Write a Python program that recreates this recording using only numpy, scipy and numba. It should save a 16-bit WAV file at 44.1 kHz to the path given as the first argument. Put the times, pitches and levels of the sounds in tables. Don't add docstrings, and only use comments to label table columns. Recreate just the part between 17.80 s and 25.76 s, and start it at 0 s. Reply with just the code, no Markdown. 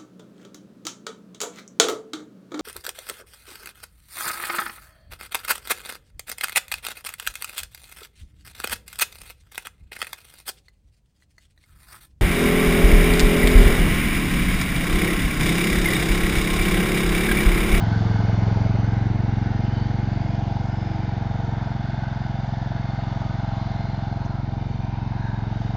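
import sys
import numpy as np
from scipy import signal
from scipy.fft import rfft, irfft
from scipy.io import wavfile
from scipy.ndimage import uniform_filter1d
from numba import njit

SR = 44100
rng = np.random.default_rng(int(sys.argv[2]) if len(sys.argv) > 2 else 0)


def persist_wave(psi):
    counts = np.round(np.clip(psi, -1, 1) * 32767).astype(np.int16)
    wavfile.write(sys.argv[1], SR, np.atleast_2d(counts).T)


def volts_from_db(level):
    exponent = np.asarray(level, float) / 20
    return 10 ** exponent


N = 351036
T = np.arange(N) / SR


def curves(table):
    s, *columns = np.transpose(table)
    return [np.interp(T, s, c) for c in columns]


def level(x, db):
    return x * volts_from_db(db) / np.sqrt(np.mean(x ** 2))


def peak(x, db):
    return x * volts_from_db(db) / np.max(np.abs(x))


@njit
def svf(x, hz, width):
    out, b, l = np.empty((2, len(x))), 0., 0.
    g = np.tan(np.pi * hz / SR)
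    for i in range(len(x)):
        k = width[i] / hz
        v = (b + g * (x[i] - l)) / (1 + g * (g + k))
        out[0, i] = v
        out[1, i] = x[i] - k * v - l - g * v
        b, l = 2 * v - b, l + 2 * g * v
    return out


def ring(x, hz, width_hz):
    return svf(x, 1. * hz, width_hz + np.zeros(N))


def hiss(hz, width_hz, drive=None):
    x = rng.standard_normal(N) if drive is None else drive
    once = ring(x, hz, 1.78 * width_hz)[0]
    return level(ring(once, hz, 1.78 * width_hz)[0], 0)


def walk(rate_hz):
    hold = int(SR / rate_hz)
    steps = np.repeat(rng.standard_normal(N // hold + 1), hold)
    return 1.3 * uniform_filter1d(uniform_filter1d(steps, hold), hold)[:N]


def bump(at_s, length_s, clock_s=T):
    return np.exp(-.5 * ((clock_s - at_s) / length_s) ** 2)


def drive_path():
    # time in seconds, distance in metres, engine side turned to the camera 0-1, pump load 0-1.
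    drive_points = [(0, 4.06, 0.9, 0.9), (.3, 4.28, 0.7, 1), (.8, 4.3, 0.07, 0.7), (1.2, 5.52, 0, 0.8),
                    (1.9, 5.56, .2, 0.1), (2.5, 5.96, 0.4, 0), (3.1, 7.87, 0.71, 0.83), (3.7, 7.16, 0.8, 1),
                    (3.95, 8.1, 0.9, 0.3), (4.5, 8.1, 0.91, 0), (5.1, 8.03, 1, 0.1), (5.7, 7.65, 0.8, 0.4),
                    (6.27, 8.3, 0.9, 0.2), (6.42, 8.8, 0.3, 0), (7.0, 9.4, 0.1, 0), (7.5, 8.7, 0.2, 0.05),
                    (7.96, 7.6, 0.4, 0)]
    metres, side, load = curves(drive_points)
    return 20 * np.log10(metres / 4), side, np.clip(load, 0, 1)


def heard(part, path):
    near_db, share, side_db = part
    return near_db - share * path[0] + side_db * path[1]


def exhaust(clock_s, hz, apart_s, chance, path):
    exhaust_db = heard((-11, 0.95, 0.23), path)
    blow = volts_from_db(.3 * chance[0]) * bump(.0063 - apart_s, .0013, clock_s)
    thump = peak(-ring(blow, 133.5, 51)[1], exhaust_db)
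    opening = volts_from_db(1.7 * chance[3]) * bump(.0062 - apart_s, .0011, clock_s)
    bark = peak(-hiss(230, 85, opening), exhaust_db - 20.5)
    over_cruise_hz = hz - 22
    throttle_hz_per_s = uniform_filter1d(np.gradient(hz) * SR, SR // 8)
    cough = volts_from_db(1.0 * chance[3]) * bump(.0026 + .0007 * over_cruise_hz, .0004, clock_s)
    cough_db = heard((-32, 1.0, -2.5), path) + 1.8 * throttle_hz_per_s + 4 * over_cruise_hz
    return thump + bark + peak(-hiss(285, 50, cough), cough_db)


def intake(clock_s, apart_s, chance, path):
    damping_hz = 26.1 + 3.5 * path[0] + 35.4 * (1 - path[2])
    gulp = volts_from_db(.3 * chance[1]) * bump(.017 + apart_s, .0009, clock_s)
    return peak(ring(gulp, 110.8, damping_hz)[0], heard((-9, 0.64, -4), path))


def valves(clock_s, hz, chance, path):
    bonnet_open = np.minimum(2.2 * path[1], 1)
    crack_db = heard((-37.5, 0.072, 8.2), (path[0], bonnet_open))
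    seat_s = .0149 + .0028 * (1 - path[1]) + .00013 * chance[4]
    bounce_s = seat_s + .007145 + 0.1 * path[0]
    knock = volts_from_db(1.0 * chance[2]) * bump(seat_s, .0003, clock_s)
    knock += .6 * volts_from_db(1.8 * chance[5]) * bump(bounce_s, .0003, clock_s)
    upper = volts_from_db(1.2 * chance[1]) * np.interp(T - .0013, T, knock)
    out = peak(hiss(691.4, 52, knock) - .6 * hiss(840, 60, upper), crack_db + 3.25)
    out += volts_from_db(crack_db - 15.5) * bump(seat_s + .005, .004, clock_s) * hiss(820, 220)
    out += volts_from_db(-33) * bump(0.78, .35) * bump(.019, .0035, clock_s) * hiss(596, 120)
    lift = bump(0, .002, clock_s) + bump(1 / hz, .003, clock_s)
    out += volts_from_db(crack_db - 16.5) * lift * hiss(780, 130)
    tappets = sum(bump(s, .0012, clock_s) for s in (0, .007, .031, .041))
    out += volts_from_db(crack_db - 24) * tappets * hiss(1700, 600)
    return out + volts_from_db(crack_db - 27) * bump(.021, .003, clock_s) * hiss(3700, 1200)


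def frame_shake(turns, path):
    crank = np.cos(4 * np.pi * (turns - .272)) - .12 * np.cos(2 * np.pi * (turns - .55))
    out = volts_from_db(heard((-34, 0.65, -1), path)) * crank
    out += volts_from_db(-40.5) * (path[1] - 0.32) * np.cos(2 * np.pi * (3 * turns + 0.18))
    return out + volts_from_db(heard((-33.5, 6.7, -3), path)) * np.cos(2 * np.pi * (8 * turns - .15))


def engine(turns, hz, path):
    clock_s = turns % 1 / hz
    cycle = np.floor(turns).astype(int) + 1
    chance = rng.standard_normal((N // 1000, 6))[cycle].T
    apart_s = np.interp(T, (0, 1.2), (.0005, 0))
    gas = exhaust(clock_s, hz, apart_s, chance, path) + intake(clock_s, apart_s, chance, path)
    return gas + valves(clock_s, hz, chance, path) + frame_shake(turns, path)


def clatter(turns, memory):
    fresh = rng.standard_normal((N // 1500, 1024))
    fresh += .5 * np.roll(fresh, 512, axis=1)
    pattern = signal.lfilter([1], [1, -memory], fresh, axis=0)[20:].ravel()
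    return level(np.interp((turns + 1) * 1024, np.arange(pattern.size), pattern), 0)


def rush(turns, path):
    zone_hz = (420, 800, 1600, 4000, 5800)
    # constant in dB (drops out, as each zone is centred on its mean), share of the spreading loss, dB
    zone_parts = [
        (0.1, 1.494, -3),
        (0.1, 1, 1),
        (0.1, 1.096, 1),
        (0.1, 0.998, 3),
        (0.1, 1.497, 3),
    ]
    # frequency in Hz, density in dB per Hz.
    noise_colour = [(40, -11), (120, 1.5), (300, 6), (520, -17), (1150, -12.5), (2600, -24), (5000, -21),
                    (6500, -34.5), (7600, -66)]
    # frequency in Hz, width in Hz, level in dB, dB gained side on.
    panel_rings = [(674, 157, -46.5, 0), (808, 113, -44, 0), (920, 60, -51, -1.5), (1282, 180, -53, 1.5),
                   (1495, 190, -48.5, 0.5), (1768, 200, -55.5, -0.5), (2098, 120, -55, -2.2),
                   (2363, 180, -61.5, -9), (2870, 200, -61, -1), (3060, 250, -61, -2),
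                   (3535, 270, -57.5, 3.5), (4253, 120, -64, -1)]
    # frequency in Hz, width in Hz, level in dB, dB gained side on.
    arm_rings = [(3800, 230, -64, -4), (4460, 120, -64.5, 1.5), (4730, 260, -62.5, -0.5),
                 (5710, 290, -73.5, -2.5), (6150, 270, -76, 0.7), (7230, 140, -79.5, 2)]
    zones_db = np.array([heard(z, path) for z in zone_parts])
    zones_db -= zones_db.mean(axis=1, keepdims=True)
    colour_hz, colour_db = np.transpose(noise_colour)
    bands = []
    for hz in 45 * 2 ** np.arange(0, 7.4, .4):
        density_db = np.interp(np.log(hz), np.log(colour_hz), colour_db)
        bands.append((hz, hz / 3, density_db + 10 * np.log10(hz) - 77, 0))
    gears = clatter(turns, memory=.75)
    out = np.zeros(N)
    for hz, width_hz, db, side_db in bands + list(panel_rings) + list(arm_rings):
        share = np.array([np.interp(np.log(hz), np.log(zone_hz), row) for row in np.eye(len(zone_parts))])
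        locked = np.interp(hz, (150, 250, 1000, 2500, 6000), (0, .15, .12, .25, .2))
        drive = np.sqrt(locked) * gears + np.sqrt(1 - locked) * rng.standard_normal(N)
        drift_db = .35 * walk(2) + .85 * walk(8)
        ring_db = db + side_db * (path[1] - .5) + share @ zones_db + drift_db
        out += volts_from_db(ring_db) * hiss(hz, width_hz, drive)
    lag = SR * (1 - 0.17 * path[0]) / 1000
    out += 0.15 * np.interp(np.arange(N) - lag, np.arange(N), out)
    return out * volts_from_db(.5 * np.cos(4 * np.pi * (turns - .45)))


def pump(turns, path):
    # multiple of the cycle, level in dB at 4 m, dB gained side on, dB gained without load.
    tooth_tones = [(12, -58, -7, 0), (13, -52, -13, 0), (14, -60, -6, 0), (16, -53, -2, -4),
                   (20.93, -53, 0, -9)]
    # multiple of the cycle, level in dB.
    blade_tones = [(24, -70), (35, -70), (30, -63), (31, -66), (36, -58), (96, -68), (101, -68)]
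    # centre in seconds, length in seconds, multiple, level in dB.
    load_swells = [(.32, .1, 20.93, -45), (1.25, .15, 20.93, -58), (2.0, .2, 20.93, -54),
                   (3.65, .08, 20.93, -55), (2.9, .6, 20.93, -61), (6.83, .12, 20.93, -55),
                   (6.9, .4, 36, -54), (2.0, .15, 16, -50), (.2, .15, 16, -51), (1.5, .25, 16, -55),
                   (3.1, .6, 16, -57), (2.4, .3, 14, -46), (3.15, .14, 14, -41), (1.25, .12, 36, -46),
                   (1.9, .25, 36, -48), (2.7, .5, 35, -53), (3.5, .13, 36, -49), (5.3, .8, 36, -54),
                   (5.0, .9, 24, -62), (.75, .2, 30, -48), (2.6, .5, 30, -52), (5.6, .45, 30, -57),
                   (.5, .5, 31, -52), (5.5, .8, 31, -56)]
    tones = {}
    for order, db, side_db, idle_db in tooth_tones:
        tones[order] = volts_from_db(heard((db, 1, side_db), path) + idle_db * (0.5 - path[2]))
    for order, db in blade_tones:
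        tones[order] = volts_from_db(db)
    for s, length_s, order, db in load_swells:
        tones[order] = tones[order] + volts_from_db(db) * bump(s, length_s)
    out = np.zeros(N)
    for order, rms in tones.items():
        unsteady = volts_from_db(.7 * walk(9))
        out += np.sqrt(2) * rms * unsteady * np.sin(2 * np.pi * order * turns + .4 * walk(8))
    return out


def loader():
    # centre in seconds, length in seconds, frequency in Hz, level in dB.
    band_swells = [(0.11, 0.078, 1534, -40), (0.38, 0.12, 1530, -44.5), (0.47, 0.16, 2200, -58),
                   (2.2, 0.19, 1574, -60), (7.5, .15, 900, -46.5), (7.199, 0.19, 934, -45),
                   (3.2, 0.16, 2340, -55.5), (4.3, 0.099, 1513, -45.5), (4.87, 0.17, 1750, -51.5),
                   (5.8, 0.29, 4000, -64.5), (5.996, 0.26, 4160, -58), (6.43, 0.1, 4200, -58),
                   (7.46, 0.094, 1620, -45), (7.6, 0.32, 3760, -58.5), (7.45, .15, 4180, -62),
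                   (7.25, .12, 2580, -61), (2.7, .25, 2850, -62), (2.5, .4, 3350, -63),
                   (.5, .25, 2900, -58), (.9, .15, 400, -48), (7, 0.23, 2360, -59),
                   (1.4, 0.19, 815, -42.5), (0.22, .15, 4715, -60.5), (1, .12, 6100, -65.5),
                   (1.79, .15, 4950, -62.5), (2.2, .2, 4400, -63), (3.31, .15, 5000, -70),
                   (1.97, .1, 4500, -57.5), (1.96, 0.12, 3014, -56), (1.97, 0.11, 3100, -61),
                   (2.0, .1, 4900, -63), (3.5, 0.27, 3700, -62), (3, 0.17, 5100, -60),
                   (1.7, 0.23, 2777, -59.5), (2.9, 0.14, 2131, -55), (4.5, 0.26, 2680, -69),
                   (5.1, 0.17, 4400, -60.5), (5.22, 0.18, 1227, -54), (6.03, 0.14, 2110, -55),
                   (6.95, .12, 4435, -64.5), (6.9, 0.34, 3596, -63.5), (5.5, 0.13, 1200, -51.5),
                   (5.65, 0.11, 1400, -51), (6.5, .12, 1300, -51), (6.5, .12, 960, -47.5),
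                   (7.0, .12, 5880, -69), (5.3, .25, 2080, -56), (9, 0.15, 2520, -61.5),
                   (4.2, .3, 8800, -73.5), (7.57, .06, 920, -45), (4.1, 0.076, 310, -50),
                   (6.7, 0.1, 270, -56.5), (0.6, .4, 410, -46.5), (3.8, 0.056, 940, -51),
                   (5.8, 0.047, 1100, -45.5)]
    # centre in seconds, length in seconds, frequency in Hz, level in dB.
    chain_rattles = [
        (6.22, .01, 4200, -60),
        (6.457, .007, 5900, -55),
        (5.76, .012, 7100, -64),
        (6.9, .05, 6600, -70),
    ]
    swells = sum(volts_from_db(db) * bump(s, length_s) * hiss(hz, 92) for s, length_s, hz, db in band_swells)
    rattles = sum(volts_from_db(db) * bump(s, length_s) * hiss(hz, hz / 5) for s, length_s, hz, db in chain_rattles)
    return swells + rattles


def walls(motor, path):
    # time in seconds, extra path by the house in ms, by the garage in ms.
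    echo_delays = [(0, 37, 19), (2.5, 32.5, 20), (3.6, 32, 21.5), (4.6, 30, 22), (5.5, 28, 23.5),
                   (6.4, 24, 26), (7.96, 18.5, 28)]
    house, garage = (-26, -1.3, .5), (-36.5, -1.2, 10)
    thump = 1.5 * ring(motor, 135, 200)[0]
    out = np.zeros(N)
    for wall, ms in zip((house, garage), curves(echo_delays)):
        out += volts_from_db(heard(wall, path)) * np.interp(T - ms / 1000, T, thump)
    return out


def wind():
    # centre in seconds, length in seconds, level in dB.
    wind_gusts = [
        (2.12, .08, -44),
        (2.45, .08, -48),
        (4.78, .08, -48),
        (5.5, .1, -52),
        (5.75, .09, -46),
        (7.0, .1, -52),
    ]
    gusts = sum(volts_from_db(db) * bump(s, length_s) for s, length_s, db in wind_gusts)
    buffets = (hiss(50, 70) + hiss(27, 20)) * volts_from_db(3 * walk(20))
    return gusts * buffets + volts_from_db(-55) * hiss(45, 50)


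def ragged_top(x):
    edge_hz, spread_hz = 7470, 100
    hz, _, cells = signal.stft(x, SR, nperseg=2048)
    block_starts = np.minimum(1024 * np.arange(cells.shape[-1]), N - 1)
    edge = edge_hz + spread_hz * walk(4)[block_starts]
    coarse = rng.standard_normal((len(hz) // 2 + 1, len(edge) // 4 + 1))
    holes = np.repeat(np.repeat(coarse, 2, 0), 4, 1)[:len(hz), :len(edge)]
    kept = hz[:, None] < edge + 1.5 * spread_hz * holes
    return signal.istft(cells * kept, SR)[1][..., :N]


def mirror(x):
    camera_rate_hz = 16000
    above_hz = np.fft.rfftfreq(N, 1 / SR) - camera_rate_hz / 2
    gain = (above_hz > 0) * volts_from_db(-5 - .021 * above_hz)
    return irfft(rfft(2 * x * np.cos(2 * np.pi * camera_rate_hz * T)) * gain, N)


def scene():
    # time in seconds, engine cycles (firings) in Hz.
    engine_speed = [(0.0, 21.86), (0.5, 21.684), (1.31, 22.377), (1.6, 22.369), (2.0, 22.929),
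                    (2.63, 22.844), (2.95, 23.025), (3.81, 22.1), (4.22, 21.921), (5.87, 22.108),
                    (6.1, 21.741), (6.34, 22.253), (6.59, 21.809), (6.84, 22.705), (7.06, 21.758),
                    (7.33, 22.591), (7.59, 21.846), (7.96, 22.578)]
    hz, path = curves(engine_speed)[0], drive_path()
    turns = -.411 + np.cumsum(hz) / SR
    motor = engine(turns, hz, path)
    motor += bump(0, .012) * (np.interp(turns + 1, turns, motor) - motor)
    machine = motor + rush(turns, path) + pump(turns, path) + loader()
    return (machine + walls(motor, path) + wind())[None]


def top_cut(x):
    return signal.sosfilt(signal.butter(12, 8915, fs=SR, output="sos"), x)


def record(dry):
    rolloff = signal.butter(7, 6800, fs=SR, output="sos")
    top = ragged_top(signal.sosfilt(rolloff, dry))
    return top_cut(top + mirror(top))


dry = scene()
out = record(dry)
persist_wave(out)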